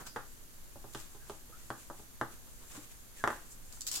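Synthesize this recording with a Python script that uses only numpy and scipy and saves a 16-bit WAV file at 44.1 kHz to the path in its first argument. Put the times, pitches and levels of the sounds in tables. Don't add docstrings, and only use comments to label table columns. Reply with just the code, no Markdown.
import sys
import numpy as np
from scipy import signal
from scipy.fft import rfft, irfft
from scipy.io import wavfile
from scipy.ndimage import uniform_filter1d

SR = 44100
rng = np.random.default_rng(int(sys.argv[2]) if len(sys.argv) > 2 else 0)


def output_pcm(signal):
    pcm = np.clip(np.atleast_2d(signal).T, -1, 1) * 32767
    wavfile.write(sys.argv[1], SR, np.round(pcm).astype(np.int16))


N = 176400
T = np.arange(N) / SR

# (time [s], level [dB], contact cut-off [Hz]: low = soft, treble tick [dB],
# low thump [dB], room send [dB], hollow tone [Hz], hollow tone level [dB])
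DESK_KNOCKS = [(0.1615, 1.5, 1970, -18.5, -7.5, 2, 479, -35.5), (.7578, -7.5, 750, -34, -10, -1, 562, -49),
               (.8425, -7.5, 890, -34, -10.5, 0, 405, -51.5),
               (.9485, -4.5, 2130, -11.5, -0.5, -1, 415, -49),
               (1.1479, -14.5, 900, -32, -15, 1.5, 415, -51.5), (1.2974, 1, 960, -17.5, -6.5, -2, 406, -39),
               (1.4954, -19, 800, -38, -22, 1, 490, -54), (1.7034, 5, 1494, -16, 1, -3, 566, -43),
               (1.9004, -1, 1100, -28, -6, -1.5, 581, -50), (1.9956, -14.5, 1000, -34, -15, 2, 419, -54),
               (2.213, 10, 1760, -14.5, 4, -2, 569, -44.5), (2.4713, -25, 1200, -31, -20, 2, 520, -61),
               (2.7764, -11, 600, -38, -10, 5, 293, -38), (3.2397, 14, 2190, -9, 1, -2.5, 430, -44),
               (3.2759, 11.5, 2100, -8, -6, -3, 410, -42), (3.3035, 5, 2000, -20, -8, -7, 414, -53),
               (3.3286, -3, 1800, -30, -13, -8, 414, -62)]
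# (frequency [Hz], gain [dB])
SWING_COLOUR = [(60, -13.5), (150, -13.5), (350, -7.5), (650, -5), (1100, -1.5), (1600, -1.5), (1950, -6.5),
                (2400, -21.5), (4000, -42), (9000, -47)]
TICK_COLOUR = [(500, -7), (1800, -37), (2500, -4.5), (3400, -0.5), (4600, -8), (7500, -8), (10000, -12),
               (16000, -25)]
# (frequency [Hz], relative level [dB], time to fall 60 dB [s])
DESK_MODES = [(125.8, -45.5, 0.2), (209.4, -52.5, 0.2), (267, -45.5, 0.12), (329.8, -47.5, 0.22),
              (420, -51, 0.17), (568.6, -50, 0.16), (790, -53.5, 0.18), (837, -47.5, 0.19),
              (1027, -65.5, 0.37), (1140, -55.5, 0.19), (1208, -53, 0.24), (1310, -49.5, 0.15),
              (1560, -61, 0.18), (1590, -57, 0.29)]
# (from [Hz], to [Hz])
THUMP_CROSSOVER = [336, 650]
# (time [s], level [dB], decay [s], crack against ring [dB])
PAPER_CRINKLES = [(0.066, -15.5, 0.011, 6.5), (0.9346, -20.5, 0.0024, 5.5), (1, -18, 0.0014, 3),
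                  (1.010, -19, .002, -12), (3.7253, -12, .0005, -4), (3.8080, -5, .0007, -6),
                  (3.8170, -6, .001, -6), (3.8672, -3.5, .0012, 3), (3.874, 0, 0.0017, -2.5),
                  (3.882, -4, 0.0072, 3.5), (3.9144, -2.5, 0.0019, 1.5), (3.9225, -1, 0.009, -2.5),
                  (3.9385, -7, 0.007, 8), (3.954, -1, 0.001, 0), (3.9584, 0, .003, 0),
                  (3.969, -4, 0.012, 3)]
# (frequency [Hz], gain [dB])
CRACK_COLOUR = [(200, -37), (900, -22.5), (2200, -18), (3100, -12), (3700, -11), (4400, -8.5),
                (7600, -13.5), (10500, -13), (15500, -16)]
RING_COLOUR = [(2000, -40), (4500, -10), (5450, -8.5), (6100, -10), (6800, -4), (7900, -2.5), (8700, -15),
               (9600, -7.5), (11000, -29)]
# (peak time [s], rise before the lower limit [s], hiss [dB], low scuff [dB])
SKIN_RUBS = [(.01, 0.021, -58, -49.5), (0.073, 0.013, -53, -54.5), (.225, 0.013, -90, -61.5),
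             (0.999, 0.061, -56.5, -64), (1.31, 0.049, -61.5, -69), (1.62, 0.06, -62.5, -74),
             (1.81, 0.031, -59.5, -72), (1.99, 0.028, -65, -82), (2.33, 0.021, -59, -64),
             (2.63, 0.022, -63, -62.5), (2.72, 0.032, -56.5, -65.5), (2.766, 0.022, -55.5, -55),
             (2.845, 0.04, -61, -72), (2.92, 0.02, -62, -73), (3.192, 0.036, -57, -71),
             (3.335, 0.064, -58, -54), (3.745, 0.053, -63.5, -84), (3.975, 0.063, -61, -56)]
# (peak time [s], half-width [s], pitch [Hz], level [dB], glide [octaves/s])
SKIN_SQUEAKS = [(0.066, 0.011, 1450, -53, -5), (0.09, 0.031, 4900, -59.5, 0), (1.23, .03, 1540, -64.5, -1),
                (1.536, 0.012, 1330, -54.5, 0.5), (3.204, 0.044, 1660, -59.5, -6)]
# (peak time [s], half-width [s], level [dB])
SKIN_SWISHES = [(2.72, 0.033, -66), (3.526, 0.017, -56.5), (3.758, 0.03, -59.5)]
# (frequency [Hz], relative level [dB])
HISS_COLOUR = [(1000, -12), (2500, -4.5), (5000, -9), (7400, -1), (10000, -8), (15000, -15.5)]
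SCUFF_COLOUR = [(100, 0.5), (290, 2), (700, -5), (1200, 3), (1700, -5.5), (2400, -21), (6000, -23)]
SWISH_COLOUR = [(3000, -33), (6200, -10), (7400, -2.5), (8400, -9), (14000, -22)]
# (frequency [Hz], time to fall 60 dB [s])
ROOM_DECAY = [(120, 0.63), (400, 0.3556), (1300, 0.19), (3000, 0.48), (8000, 0.5), (16000, 0.03)]
# (frequency [Hz], side against mid [dB])
ROOM_WIDTH = [(100, -15), (400, -4.5), (1200, -4.5), (2500, 1), (6000, -0.5)]
FLOOR_WIDTH = [(25, -3.5), (120, -1.5), (400, -2.5), (1200, 0), (3000, 0), (12000, -1)]
# (frequency [Hz], relative level [dB])
FLOOR_COLOUR = [(8.8, -3), (15, 6), (29, -9.5), (44, -7.5), (126, -20), (154, -21.5), (189, -20),
                (206, -24), (239, -22.5), (268, -21), (348, -25.5), (453, -26.5), (787, -30.5),
                (937, -29.5), (1250, -31), (1730, -30.5), (1940, -33.5), (2450, -34.5), (2920, -34.5),
                (6220, -35), (8090, -37.5), (12200, -32.5), (15800, -39)]
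# (frequency [Hz], gain [dB])
LEFT_MIC_COLOUR = [(3500, 0), (4900, 2), (5700, 3), (7200, 8), (8700, -3), (9800, 7), (11300, -7),
                   (13000, 1.5), (15500, -5)]
RIGHT_MIC_COLOUR = [(3500, 0), (4700, 1.5), (5350, -7.5), (6200, 5.5), (7300, -15), (8400, 5.5), (9700, 7),
                    (10700, 0.5), (11700, 7), (12200, 4.5), (12650, 8), (13100, -0.5), (13700, 7),
                    (14400, 3)]
# (frequency [Hz], rms level [dB])
HUM_TONES = [(120.5, -73.5), (240, -76.5), (360, -81.5), (1200, -92)]


def desk_knocks(grit_decay_s=.00058, tick_tail_s=.023, hollow_rise_s=.0017, hollow_t60_s=.09):
    out, t = np.zeros((2, N)), T[:SR // 2]
    swing, click = pulse(SWING_COLOUR), pulse(TICK_COLOUR)
    tick_t = t[:len(click)]
    for start, db, contact_hz, tick_db, thump_db, room_db, hollow_hz, hollow_db in DESK_KNOCKS:
        softness = signal.butter(3, contact_hz, fs=SR, output="sos")
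        grit = rng.standard_normal(len(click)) * np.exp(-tick_t / grit_decay_s)
        grit_phase = np.exp(1j * np.angle(rfft(grit)))
        tick = irfft(rfft(click) * grit_phase) * np.exp(-tick_t / tick_tail_s)
        blow = amp(db) * signal.sosfilt(softness, swing) + amp(tick_db) * tick
        response = amp(room_db) * room()
        response[:, 0] += 1
        add(out, start, through(blow, response))
        ring = 0
        for k, (hz, mode_db, t60) in enumerate(DESK_MODES):
            drive_db = np.interp(hz, THUMP_CROSSOVER, [thump_db, db + room_db])
            detuned_hz = hz * (1 + .0043 * rng.standard_normal())
            mode = (-1) ** k * np.sin(2 * np.pi * detuned_hz * t) * decay(t, t60)
            ring += amp(mode_db + drive_db) * mode
        hollow_envelope = (1 - np.exp(-t / hollow_rise_s)) * decay(t, hollow_t60_s)
        hollow = amp(hollow_db) * np.sin(2 * np.pi * hollow_hz * t) * hollow_envelope
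        add(out, start, (signal.sosfilt(softness, ring) + hollow)[None])
    return out


def paper_crinkles(creases_per_s=4800, snap_s=.0027, room_db=-4.5, leftward_db=1.5):
    out, t = np.zeros((2, N)), T[:SR // 20]
    crack, ring = pulse(CRACK_COLOUR), pulse(RING_COLOUR)
    for start, db, decay_s, crack_db in PAPER_CRINKLES:
        creases = (rng.random(len(t)) < creases_per_s / SR) * np.exp(-t / decay_s)
        creases[0] = 1
        envelope = np.sqrt(np.convolve(creases ** 2, np.exp(-2 * t / snap_s))[:len(t)])
        snaps = rng.standard_normal((2, len(t))) * envelope / np.linalg.norm(envelope)
        direct = through(amp(db) * (ring + amp(crack_db) * crack), snaps)
        add(out, start, direct)
        add(out, start, amp(room_db) * through(direct[0], room()))
    return out * amp([[leftward_db / 2], [-leftward_db / 2]])


def skin_rubs(shortest_rise_s=.015, fall_ratio=1.15, roughness_db=3):
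    hiss_gain, scuff_gain = 0, 0
    for peak, rise, hiss_db, scuff_db in SKIN_RUBS:
        rise = max(rise, shortest_rise_s)
        fall = fall_ratio * rise
        swell = np.exp(-np.where(T < peak, ((T - peak) / rise) ** 2, (T - peak) / fall))
        hiss_gain += amp(hiss_db) * swell
        scuff_gain += amp(scuff_db) * swell
    grain = noise([(30, -1), (200, -12.5), (600, 7), (2000, -80)])
    hiss = hiss_gain * wide_noise(HISS_COLOUR, ROOM_WIDTH)
    scuff = scuff_gain * wide_noise(SCUFF_COLOUR, ROOM_WIDTH)
    return amp(roughness_db * grain) * (hiss + scuff)


def skin_squeaks(waver=.06, room_db=1):
    drift = 1 + waver * noise([(50, 6.5), (300, -3), (1000, -54)])
    direct = 0
    for peak, half_width, hz, db, glide in SKIN_SQUEAKS:
        pitch = hz * 2 ** (glide * np.clip(T - peak, -.1, .1)) * drift
        direct += amp(db) * bump(peak, half_width) * np.sin(2 * np.pi * np.cumsum(pitch) / SR)
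    return direct + amp(room_db) * through(direct, room())[:, :N]


def skin_swishes(knead_db=-67.5, swing_db=3.5):
    wander = np.tanh(noise([(1, 1), (7, -5), (25, -23), (200, -120)]))
    effort = amp(knead_db + swing_db * wander)
    for peak, half_width, db in SKIN_SWISHES:
        effort += amp(db) * bump(peak, half_width)
    return effort * wide_noise(SWISH_COLOUR, ROOM_WIDTH)


def room(tail_db=-3.5, early_db=-2.5, early_decay_s=.011, first_echo_s=.002):
    t = T[:SR // 2]
    octave = np.log2(np.fft.rfftfreq(len(t), 1 / SR) + 1)
    centres_hz = 62.5 * 2. ** np.arange(9)
    hz, t60 = np.array(ROOM_DECAY).T
    band_t60s = np.interp(np.log(centres_hz), np.log(hz), t60)
    mid_side = []
    for _ in range(2):
        spectrum, tail = rfft(rng.standard_normal(len(t))), 0
        for band_t60, share in zip(band_t60s, np.eye(len(centres_hz))):
            band = irfft(spectrum * np.interp(octave, np.log2(centres_hz), share), len(t))
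            tail += band * decay(t, band_t60)
        early = rng.standard_normal(len(t)) * np.exp(-t / early_decay_s)
        echoes = amp(tail_db) * flatten(tail) + amp(early_db) * flatten(early)
        mid_side.append(np.interp(t - first_echo_s, t, echoes, left=0))
    return stereo(*mid_side, ROOM_WIDTH)


def room_tone(floor_db=-53.5):
    hum = sum(np.sqrt(2) * amp(db) * np.sin(2 * np.pi * (hz * T + rng.random())) for hz, db in HUM_TONES)
    floor = wide_noise(FLOOR_COLOUR, FLOOR_WIDTH)
    mic_gains = amp([curve(LEFT_MIC_COLOUR, N), curve(RIGHT_MIC_COLOUR, N)])
    return amp(floor_db) * irfft(rfft(floor) * mic_gains, N) + hum


def amp(db):
    return 10 ** (np.asarray(db) / 20)


def decay(t, t60):
    return np.exp(-np.log(1000) * t / t60)


def bump(peak_s, half_width_s):
    return np.exp(-((T - peak_s) / half_width_s) ** 2)


def curve(points, size):
    hz, value = np.array(points, float).T
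    return np.interp(np.log(np.fft.rfftfreq(size, 1 / SR) + 1), np.log(hz), value)


def noise(colour):
    x = irfft(rfft(rng.standard_normal(N)) * amp(curve(colour, N)), N)
    return x / x.std()


def stereo(mid, side, width):
    side = irfft(rfft(side) * amp(curve(width, len(side))), len(side))
    return np.array([mid + side, mid - side])


def wide_noise(colour, width):
    return stereo(noise(colour), noise(colour), width)


def pulse(colour, size=2048):
    cepstrum = irfft(np.log(amp(curve(colour, size))))
    cepstrum[1:size // 2] *= 2
    cepstrum[size // 2 + 1:] = 0
    return irfft(np.exp(rfft(cepstrum)))


def flatten(response, bins=130):
    spectrum = rfft(response)
    broad_colour = np.sqrt(uniform_filter1d(abs(spectrum) ** 2, bins))
    flat = irfft(spectrum / broad_colour, len(response))
    return flat / np.linalg.norm(flat)


def add(out, start_s, x):
    i = max(int(start_s * SR), 0)
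    out[:, i:i + x.shape[1]] += x[:, :N - i]


def through(x, response):
    return signal.fftconvolve(x[None], response, axes=1)


def scene():
    return room_tone() + desk_knocks() + paper_crinkles() + skin_rubs() + skin_squeaks() + skin_swishes()


def record(dry):
    return signal.sosfilt(signal.ellip(10, .2, 70, 15900, fs=SR, output="sos"), dry)


dry = scene()
out = record(dry)
output_pcm(out)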